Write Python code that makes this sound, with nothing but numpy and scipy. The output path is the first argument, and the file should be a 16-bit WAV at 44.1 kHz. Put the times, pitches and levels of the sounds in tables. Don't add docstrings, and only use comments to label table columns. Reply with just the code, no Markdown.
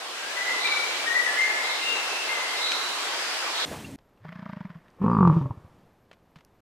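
import sys
import numpy as np
from scipy import signal
from scipy.fft import rfft, irfft
from scipy.io import wavfile
from scipy.ndimage import uniform_filter1d

SR = 44100
rng = np.random.default_rng(int(sys.argv[2]) if len(sys.argv) > 2 else 0)


def put_to_file(sound):
    columns = np.atleast_2d(sound).T
    safe = np.clip(columns, -1, 1)
    whole_steps = np.round(safe * 32767)
    wavfile.write(sys.argv[1], SR, whole_steps.astype(np.int16))


N = 296079
T = np.arange(N) / SR


def amp(db):
    return 10 ** (np.asarray(db) / 20)


def unit(x):
    return x / np.sqrt(np.mean(x ** 2) + 1e-20)


def follow(rows, t=T):
    s, *columns = np.transpose(rows)
    return [np.interp(t, s, c) for c in columns]


def read(points, hz):
    f, value = np.transpose(points)
    return np.interp(np.log(hz + 1), np.log(f + 1), value)


def add(mix, s, sound):
    part = mix[..., round(s * SR):][..., :sound.shape[-1]]
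    part += sound[..., :part.shape[-1]]


def between(start_s, end_s):
    return np.clip(np.minimum(T - start_s, end_s - T) / .002, 0, 1)


def held(t, top_db, from_s, until_s, rise_db_per_s, fall_db_per_s):
    return top_db - rise_db_per_s * np.maximum(from_s - t, 0) - fall_db_per_s * np.maximum(t - until_s, 0)


def noise(spectrum):
    colour = amp(read(spectrum, np.fft.rfftfreq(N, 1 / SR)))
    return unit(irfft(rfft(rng.standard_normal(N)) * colour, N))


def smooth_noise(samples):
    return unit(uniform_filter1d(rng.standard_normal(N), size=samples))


def band(x, lo_hz, hi_hz, order=2):
    edges_hz = [lo_hz, min(hi_hz, SR / 2 - 100)]
    return signal.sosfilt(signal.butter(order, edges_hz, "band", fs=SR, output="sos"), x)


def resonate(x, hz, width_hz):
    turn = np.exp(2j * np.pi * np.cumsum(hz) / SR)
    r = np.exp(-np.pi * width_hz / SR)
    return (turn * signal.lfilter([(1 - r) ** 2], [1, -2 * r, r * r], x / turn)).real


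def echoes(x, t60_s):
    t = T[:2 * SR]
    hits = rng.random(len(t)) < 2000 / SR
    taps = rng.standard_normal(len(t)) * hits * 10 ** (-3 * t / t60_s)
    return signal.fftconvolve(x, taps / np.linalg.norm(taps))[:N]


def snaps(rows):
    out, t = np.zeros(N), T[:SR // 6]
    for s, db, lo_hz, hi_hz, decay_s in rows:
        cracks = rng.standard_normal(len(t)) * rng.random(len(t))
        gain = amp(db) / band(cracks, lo_hz, hi_hz).std()
        add(out, s, gain * band(cracks * np.exp(-t / decay_s), lo_hz, hi_hz))
    return out


def glides(rows):
    out = np.zeros(N)
    for s, length_s, start_hz, end_hz, db in rows:
        n = int(length_s * SR)
        phase = 2 * np.pi * np.cumsum(np.linspace(start_hz, end_hz, n)) / SR
        add(out, s, amp(db) * np.hanning(n) * np.sin(phase))
    return out


BOOM_JITTER = .025
RING_SHAPE = 1.25
RAGGED_S = .006
CHEST_HZ, CHEST_S = 108, .008
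MOUTH_HZ = (820, 1330)
LEAD_S = .015


def grunt(rate, course, airflow, throat, air_colour, second_width_hz, second_air_db, scatter, closing_s,
          contact_s, mouth_delay_s, overtone_db, chest_db, rebound, ragged, puff_depth, puff_lead_cycles,
          puff_sharpness, buzz, grain_db):
    start_s, end_s = rate[0][0], rate[-1][0]
    cycles = np.cumsum(follow(rate)[0] * (T >= start_s) * (T < end_s)) / SR
    slaps_s = T[np.searchsorted(cycles, np.arange(int(cycles[-1]) + 1), side="right")]
    since = T[:SR // 6]
    t = since - LEAD_S
    age, mouth_age = np.maximum(t - contact_s, 0), np.maximum(t - mouth_delay_s, 0)
    out, swing = np.zeros(N), np.zeros(N)

    chest_fade = np.exp(-(age / CHEST_S) ** 2 - (np.minimum(t, 0) / (CHEST_S / 2)) ** 2)
    chest = amp(chest_db) * np.sin(2 * np.pi * CHEST_HZ * t) * chest_fade
    mode_hz, mode_width_hz, mode_db = np.transpose(throat)[:, :, None]

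    for s, period_s in zip(slaps_s, np.diff(slaps_s, append=slaps_s[-1] + .078)):
        db, low_hz, ring_s, second_hz, second_db, mouth_db, tuning = follow(course, s)
        low_hz = low_hz * (1 + BOOM_JITTER * rng.standard_normal())

        fade = np.exp(-(age / ring_s) ** RING_SHAPE) * (1 + np.tanh(t / closing_s + 1)) / 2
        angle = 2 * np.pi * low_hz * t
        boom = fade * (amp(overtone_db) * np.sin(2 * angle) - np.cos(angle))
        second_fade = np.exp(-np.pi * second_width_hz * age)
        second = amp(second_db) * np.sin(2 * np.pi * second_hz * age) * second_fade

        drift, uneven = rng.standard_normal((2, len(mode_hz), 1))
        tuned_hz = mode_hz * tuning * (1 + scatter * drift)
        ring_fade = np.exp(-np.pi * mode_width_hz * mouth_age)
        ring = amp(mode_db + uneven / 2) * np.sin(2 * np.pi * tuned_hz * mouth_age) * ring_fade

        swings = np.diff(np.floor(low_hz * since), prepend=0)
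        touches = rebound * swings * np.exp(-since / ring_s) * rng.uniform(.5, 1, len(t))
        touches[0] = 1
        rough = unit(rng.standard_normal(len(t))) * np.exp(-since / RAGGED_S)
        touches += ragged * rough / np.sqrt(RAGGED_S * SR / 2)
        mouth = amp(mouth_db) * band(signal.fftconvolve(touches, ring.sum(0))[:len(t)], *MOUTH_HZ)

        damping = (1 - np.tanh((t - period_s) / closing_s + 1)) / 2
        add(out, s - LEAD_S, amp(db) * (chest + (boom + second + mouth) * damping))
        add(swing, s - LEAD_S, boom * damping)

    puff_angle = 2 * np.pi * (cycles + puff_lead_cycles)
    puffs = np.exp(puff_sharpness * (np.cos(puff_angle) - 1)) * between(start_s, end_s)
    grains = amp(grain_db * smooth_noise(130))
    throat_air = unit(resonate(rng.standard_normal(N), follow(course)[3], second_width_hz))
    air = unit((noise(air_colour) + amp(second_air_db) * throat_air) * grains)
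    air = air * np.exp(buzz * swing) * (1 + puff_depth * puffs) / (1 + puff_depth / 3)
    return out + amp(held(T, *airflow)) * air


# (time [s], centre [Hz], level [dB])
WHEEZE_CURVE = [(5.08, 4900, -80), (5.12, 4850, -70), (5.16, 4650, -67), (5.24, 4600, -78)]
WHEEZE_WIDTH_HZ = 600


def wheeze():
    hz, db = follow(WHEEZE_CURVE)
    whistle = unit(resonate(rng.standard_normal(N), hz, WHEEZE_WIDTH_HZ))
    return amp(db) * whistle * between(WHEEZE_CURVE[0][0], WHEEZE_CURVE[-1][0])


# (time [s], slap rate [1/s])
SOFT_SLAP_RATE = [(4.251, 24.42), (4.33, 29.81), (4.47, 29.15), (4.61, 24.56), (4.69, 19.05), (4.8, 17.55)]
LOUD_SLAP_RATE = [(5.0165, 33.64), (5.06, 53.05), (5.11, 60.92), (5.2, 48.44), (5.305, 39.84),
                  (5.345, 21.72), (5.45, 22.6), (5.55, 13.42), (5.68, 14.02)]
# (time [s], effort [dB], lowest resonance [Hz], its ring time [s],
# second resonance [Hz], its level re slap [dB], upper resonances re slap [dB], their tuning [ratio])
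SOFT_GRUNT_COURSE = [(4.251, -37, 160, .03, 600, -20, -9, 1), (4.29, -36, 168, .02, 620, -20, -7, 1),
                     (4.325, -40, 180, .014, 630, -20, -5, 1), (4.36, -33.5, 180, .009, 640, -20, -8, .95),
                     (4.46, -31.5, 194, .008, 640, -8, -1, 1), (4.57, -29.5, 192, .007, 610, -13, -5, 1.03),
                     (4.61, -28.5, 182, .007, 610, -16, -6, 1), (4.652, -29, 180, .011, 610, -17, -7, 1),
                     (4.702, -36, 175, .012, 620, -19, -7, 1.1),
                     (4.756, -36.5, 172, .02, 620, -24, -11, 1.1)]
LOUD_GRUNT_COURSE = [(5.017, -20, 198, .03, 520, -20, -8, .96),
                     (5.042, -13.5, 198, .014, 522, -16, -4, .98),
                     (5.08, -14.5, 192, .007, 525, -18, 2.5, .99),
                     (5.15, -14.5, 196, .007, 505, -25, 2.5, 1.02),
                     (5.187, -11, 190, .007, 495, -27, 2, 1.03),
                     (5.207, -9.8, 195, .022, 490, -22, 2.5, 1.01),
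                     (5.229, -11, 184, .028, 490, -19, 5.5, 1.02),
                     (5.274, -10, 170, .03, 520, -27, 3.5, 1.01), (5.298, -9.5, 165, .022, 540, -32, 0, 1),
                     (5.325, -18, 168, .05, 570, -26, 0, 1), (5.367, -12, 158, .024, 585, -24, -9, .99),
                     (5.412, -22, 140, .05, 585, -26, -3, .96), (5.457, -21, 130, .014, 585, -16, -9, .98),
                     (5.508, -21, 112, .009, 595, -24, -2, .86), (5.576, -33, 100, .008, 600, -26, -16, .9),
                     (5.65, -37, 100, .008, 600, -26, -16, .9)]
# (held level [dB], from [s], until [s], rise [dB/s], fall [dB/s])
SOFT_AIRFLOW = (-51.5, 4.25, 4.6, 430, 50)
LOUD_AIRFLOW = (-37, 5.03, 5.36, 420, 105)
SIZZLE_AIRFLOW = (-63, 5.35, 5.39, 75, 130)
# (frequency [Hz], width [Hz], relative level [dB])
SOFT_THROAT_MODES = [(1010, 190, 1), (1290, 190, -2.5)]
LOUD_THROAT_MODES = [(945, 45, -18), (1080, 300, -2.8), (1135, 50, -13)]
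# (frequency [Hz], relative density [dB])
SOFT_AIR_COLOUR = [(150, -22), (400, -22), (620, -6), (770, -10), (1040, 3), (1400, -1), (1800, 1),
                   (2250, -6), (2750, -12.5), (3300, -13), (4300, -22), (5000, -20), (6500, -35),
                   (12000, -63)]
LOUD_AIR_COLOUR = [(120, -25), (270, 6), (400, 1), (525, -4), (680, -20), (930, 0), (1150, 1), (1380, -11),
                   (1520, -22), (1740, -15), (2000, -26), (2400, -22), (3500, -37), (6000, -56.5),
                   (14000, -74.5)]
# (frequency [Hz], relative density [dB])
SIZZLE_COLOUR = [(1500, -23), (3000, 7.5), (3800, 4), (4200, -2), (4700, 1), (5600, -3), (9000, -13),
                 (13000, -15), (15000, -32)]
# (time [s], length [s], start [Hz], end [Hz], level [dB])
THROAT_HUMS = [(4.19, .075, 70, 150, -49), (4.995, .034, 165, 190, -30)]


def bison(echo_db=-31, echo_t60_s=1.5, radiation_hz=50):
    soft = grunt(SOFT_SLAP_RATE, SOFT_GRUNT_COURSE, SOFT_AIRFLOW, SOFT_THROAT_MODES, SOFT_AIR_COLOUR,
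                 second_width_hz=40, second_air_db=-10, scatter=.04, closing_s=.002, contact_s=.002,
                 mouth_delay_s=.0012, overtone_db=-40, chest_db=-21, rebound=.4, ragged=.35,
                 puff_depth=1.4, puff_lead_cycles=0.0, puff_sharpness=2.8, buzz=.5, grain_db=2.5)
    loud = grunt(LOUD_SLAP_RATE, LOUD_GRUNT_COURSE, LOUD_AIRFLOW, LOUD_THROAT_MODES, LOUD_AIR_COLOUR,
                 second_width_hz=22, second_air_db=-10, scatter=.012, closing_s=.0011, contact_s=.0008,
                 mouth_delay_s=.0004, overtone_db=-15, chest_db=-17, rebound=.35, ragged=.12,
                 puff_depth=.6, puff_lead_cycles=-.2, puff_sharpness=1.0, buzz=.6, grain_db=1.5)
    sizzle = noise(SIZZLE_COLOUR) * amp(held(T, *SIZZLE_AIRFLOW))
    voice = soft + loud + glides(THROAT_HUMS) + wheeze() + sizzle
    voice = signal.sosfiltfilt(signal.butter(2, radiation_hz, "high", fs=SR, output="sos"), voice)
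    return voice + amp(echo_db) * echoes(voice, echo_t60_s)


# (time [s], level [dB], thud pitch [Hz], decay [s])
HOOF_STEPS = [(6.114, -38, 620, .0018), (6.362, -41, 160, .011)]


def hooves():
    out, t = np.zeros(N), T[:SR // 6]
    for s, db, hz, decay_s in HOOF_STEPS:
        add(out, s, amp(db) * np.sin(2 * np.pi * hz * t) * np.exp(-t / decay_s))
    return out


# (time [s], level [dB], lowest [Hz], highest [Hz], decay [s])
CRACKLES_AND_KNOCK = [(3.987, -51, 400, 2800, .003), (4.174, -59, 900, 2600, .005),
                      (4.25, -41, 400, 850, .005), (4.882, -54, 496, 2170, 0.0041),
                      (4.903, -61, 1500, 7060, 0.00091), (6.114, -49, 450, 2800, .006),
                      (6.13, -52, 450, 3300, .007), (6.358, -52, 500, 3200, .012),
                      (6.386, -55, 350, 2800, .009), (6.407, -55, 500, 3000, .005),
                      (6.449, -45.5, 2500, 13000, 0.00048)]


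def crackles_and_mouth_knock():
    return snaps(CRACKLES_AND_KNOCK)


# (time [s], length [s], start [Hz], end [Hz], level before echoes [dB], left re right [dB])
BIRD_WHISTLES = [(0.194, 0.16, 1526, 1772, -42, 6.5), (0.341, .2, 1985, 1990, -31, 3.5),
                 (0.442, 0.13, 2130, 1995, -33.5, 2), (0.629, 0.13, 2325, 2300, -29, 5),
                 (.74, .1, 2300, 2292, -35, 4), (.69, 0.14, 1560, 1355, -41, -3),
                 (1.045, 0.115, 1875, 1915, -28.5, 4), (1.137, 0.078, 1933, 1972, -23.3, 6),
                 (1.255, 0.12, 1752, 1725, -32, -6), (1.45, .1, 1705, 1735, -36, -4),
                 (1.362, .12, 2072, 2123, -25, 1.5), (1.581, 0.09, 2153, 2084, -32, 4.5),
                 (1.82, 0.13, 2740, 2755, -31.5, 8), (1.93, 0.094, 2696, 2650, -36, 1.5),
                 (2.09, .12, 2668, 2620, -38, 1), (2.277, .08, 2115, 2114, -33, 5),
                 (2.347, 0.082, 2034, 2034, -33.5, 4), (2.55, .2, 2110, 2120, -41, 2)]
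# (time [s], length [s], centre [Hz], half width [share of centre],
# level before echoes [dB], left re right [dB])
BIRD_RASPS = [(.53, .25, 3900, .07, -33.5, -4), (1.571, .27, 3866, .07, -37, -1),
              (2.501, .29, 3920, .07, -31.5, -2), (2.849, .8, 4900, .07, -43, 1),
              (3.48, .26, 3850, .12, -32.5, -1.5)]


def placed(sound, side_db, lag_samples=4):
    return amp([[side_db / 2], [-side_db / 2]]) * [sound[0], np.roll(sound[1], lag_samples)]


def far_bird(call, direct_db, t60_s):
    dry_call = band(np.pad(call, (0, N - len(call))), 900, 9000)
    tails = np.array([unit(echoes(dry_call, t60_s)) for ear in range(2)]) * dry_call.std()
    return amp(direct_db) * dry_call + tails


def birds(waver=.011, flutter_db=2.5, whistle_direct_db=-2, rasp_direct_db=-5,
          whistle_t60_s=1.5, rasp_t60_s=1.43):
    out = np.zeros((2, N))
    for s, length_s, start_hz, end_hz, db, side_db in BIRD_WHISTLES:
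        n = int(length_s * SR)
        hz = np.linspace(start_hz, end_hz, n) * (1 + waver * smooth_noise(300)[:n])
        flutter = amp(flutter_db * smooth_noise(500)[:n])
        tone = np.sin(2 * np.pi * np.cumsum(hz) / SR) * signal.windows.tukey(n, .5)
        note = amp(db) * unit(flutter * tone)
        add(out, s, placed(far_bird(note, whistle_direct_db, whistle_t60_s), side_db))
    for s, length_s, hz, spread, db, side_db in BIRD_RASPS:
        n = int(length_s * SR)
        rasp = band(rng.standard_normal(N), hz * (1 - spread), hz * (1 + spread))[:n] * np.hanning(n)
        add(out, s, placed(far_bird(amp(db) * unit(rasp), rasp_direct_db, rasp_t60_s), side_db))
    return out


# (time [s], level [dB], lowest [Hz], highest [Hz], decay [s])
TWIG_SNAPS = [(.672, -25, 1000, 3200, .012), (2.718, -21.5, 2000, 4900, 0.0064)]


def twigs():
    return snaps(TWIG_SNAPS)


# (time [s], level [dB], lowest [Hz], highest [Hz], decay [s])
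WIND_TICKS = [(3.714, -35, 380, 700, .008), (3.72, -37, 400, 1300, .045), (3.795, -44, 2950, 3300, .004),
              (3.868, -44, 3960, 4700, 0.0027), (3.913, -48, 7800, 8800, .002), (3.926, -39, 200, 300, .03)]
# (time [s], length [s], start [Hz], end [Hz], level [dB])
BIRD_PEEPS = [(3.841, .018, 2650, 2850, -37.5)]


def wind_details():
    return snaps(WIND_TICKS) + glides(BIRD_PEEPS)


# (frequency [Hz], relative density [dB])
WIND_COLOUR = [(15, -58.5), (25, -25), (86, -2), (176, -3), (264, 1), (354, -8), (769, -11.5),
               (1460, -18.5), (1630, -15.5), (4260, -21), (4870, -23), (8550, -24), (15000, -33)]
RUMBLE_DB, RUSTLE_DB, RUSTLE_FALL_START_S, RUSTLE_FALL_DB_PER_S = -44, -42, 3.73, 50


def wind(split_hz=400):
    air = noise(WIND_COLOUR)
    low = signal.sosfiltfilt(signal.butter(2, split_hz, fs=SR, output="sos"), air)
    rustle_db = RUSTLE_DB - RUSTLE_FALL_DB_PER_S * np.maximum(T - RUSTLE_FALL_START_S, 0)
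    return amp(RUMBLE_DB) * unit(low) + amp(rustle_db) * unit(air - low)


# (frequency [Hz], relative density [dB])
HISS_COLOUR = [(30, -49), (85, -63), (125, -50), (170, -28.5), (250, -15.5), (400, -4.5), (700, -1.5),
               (1100, -0.5), (2200, -1.5), (3500, -3), (5000, -6), (8000, -13), (12000, -22),
               (15000, -33.5)]
# (frequency [Hz], correlation [-1..1])
HISS_LIKENESS = [(60, .7), (1000, .62), (1400, .5), (1800, .2), (2500, 0), (4500, -.17), (7000, -.04),
                 (15000, 0)]
FOREST_DB, FADE_IN_S, FADE_IN_DB = -29.75, .54, 6.4


def forest_hiss(patchy_db=1.13):
    frames, hz = N // 256 + 5, np.fft.rfftfreq(1024, 1 / SR)
    a, b, c, d, patches = rng.standard_normal((5, frames, len(hz)))
    same = read(HISS_LIKENESS, hz)
    left = a + 1j * b
    right = same * left + np.sqrt(1 - same ** 2) * (c + 1j * d)
    patches = unit(uniform_filter1d(uniform_filter1d(patches, size=14, axis=0), size=14, axis=1))
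    spectra = np.array([left, right]) * amp(read(HISS_COLOUR, hz) + patchy_db * patches)
    hiss = unit(signal.istft(spectra.swapaxes(1, 2), nperseg=1024, noverlap=768)[1][:, :N])
    return hiss * amp(FOREST_DB - FADE_IN_DB * np.maximum(1 - T / FADE_IN_S, 0))


# (frequency [Hz], relative density [dB])
FIELD_COLOUR = [(25, -3), (60, -3), (170, -1), (300, -5), (600, -7), (1000, -11), (2000, -20), (4000, -28),
                (8000, -35), (12000, -38), (15000, -44)]
# (held level [dB], from [s], until [s], rise [dB/s], fall [dB/s])
FIELD_AIR_SWELL = (-57.5, 5.2, 5.7, 9, 17)
FIELD_REST_DB, WHINE_HZ, WHINE_DB = -63, 12950, -87


def field():
    whine = unit(band(rng.standard_normal(N), WHINE_HZ - 40, WHINE_HZ + 40))
    air_db = np.maximum(FIELD_REST_DB, held(T, *FIELD_AIR_SWELL))
    return noise(FIELD_COLOUR) * amp(air_db) + amp(WHINE_DB) * whine


FOREST_END_S, WIND_END_S, FIELD_START_S, FIELD_END_S = 3.653, 3.961, 3.981, 6.607
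LULL_DB = -9


def scene():
    pasture = bison() + hooves() + crackles_and_mouth_knock() + field()
    pasture = pasture * amp(LULL_DB * (T < FIELD_START_S))
    forest = birds() + twigs() + forest_hiss()
    gust = wind_details() + wind()
    return (forest * between(0, FOREST_END_S) + gust * between(FOREST_END_S, WIND_END_S)
            + pasture * between(WIND_END_S, FIELD_END_S))


CLIP_LEVEL, EDGE_HZ = .492, 15300


def record(dry):
    clipped = np.clip(dry, -CLIP_LEVEL, CLIP_LEVEL)
    lowpass = signal.firwin(511, EDGE_HZ, window=("kaiser", 9), fs=SR)
    return signal.oaconvolve(clipped, lowpass[None], "same")


dry = scene()
out = record(dry)
put_to_file(out)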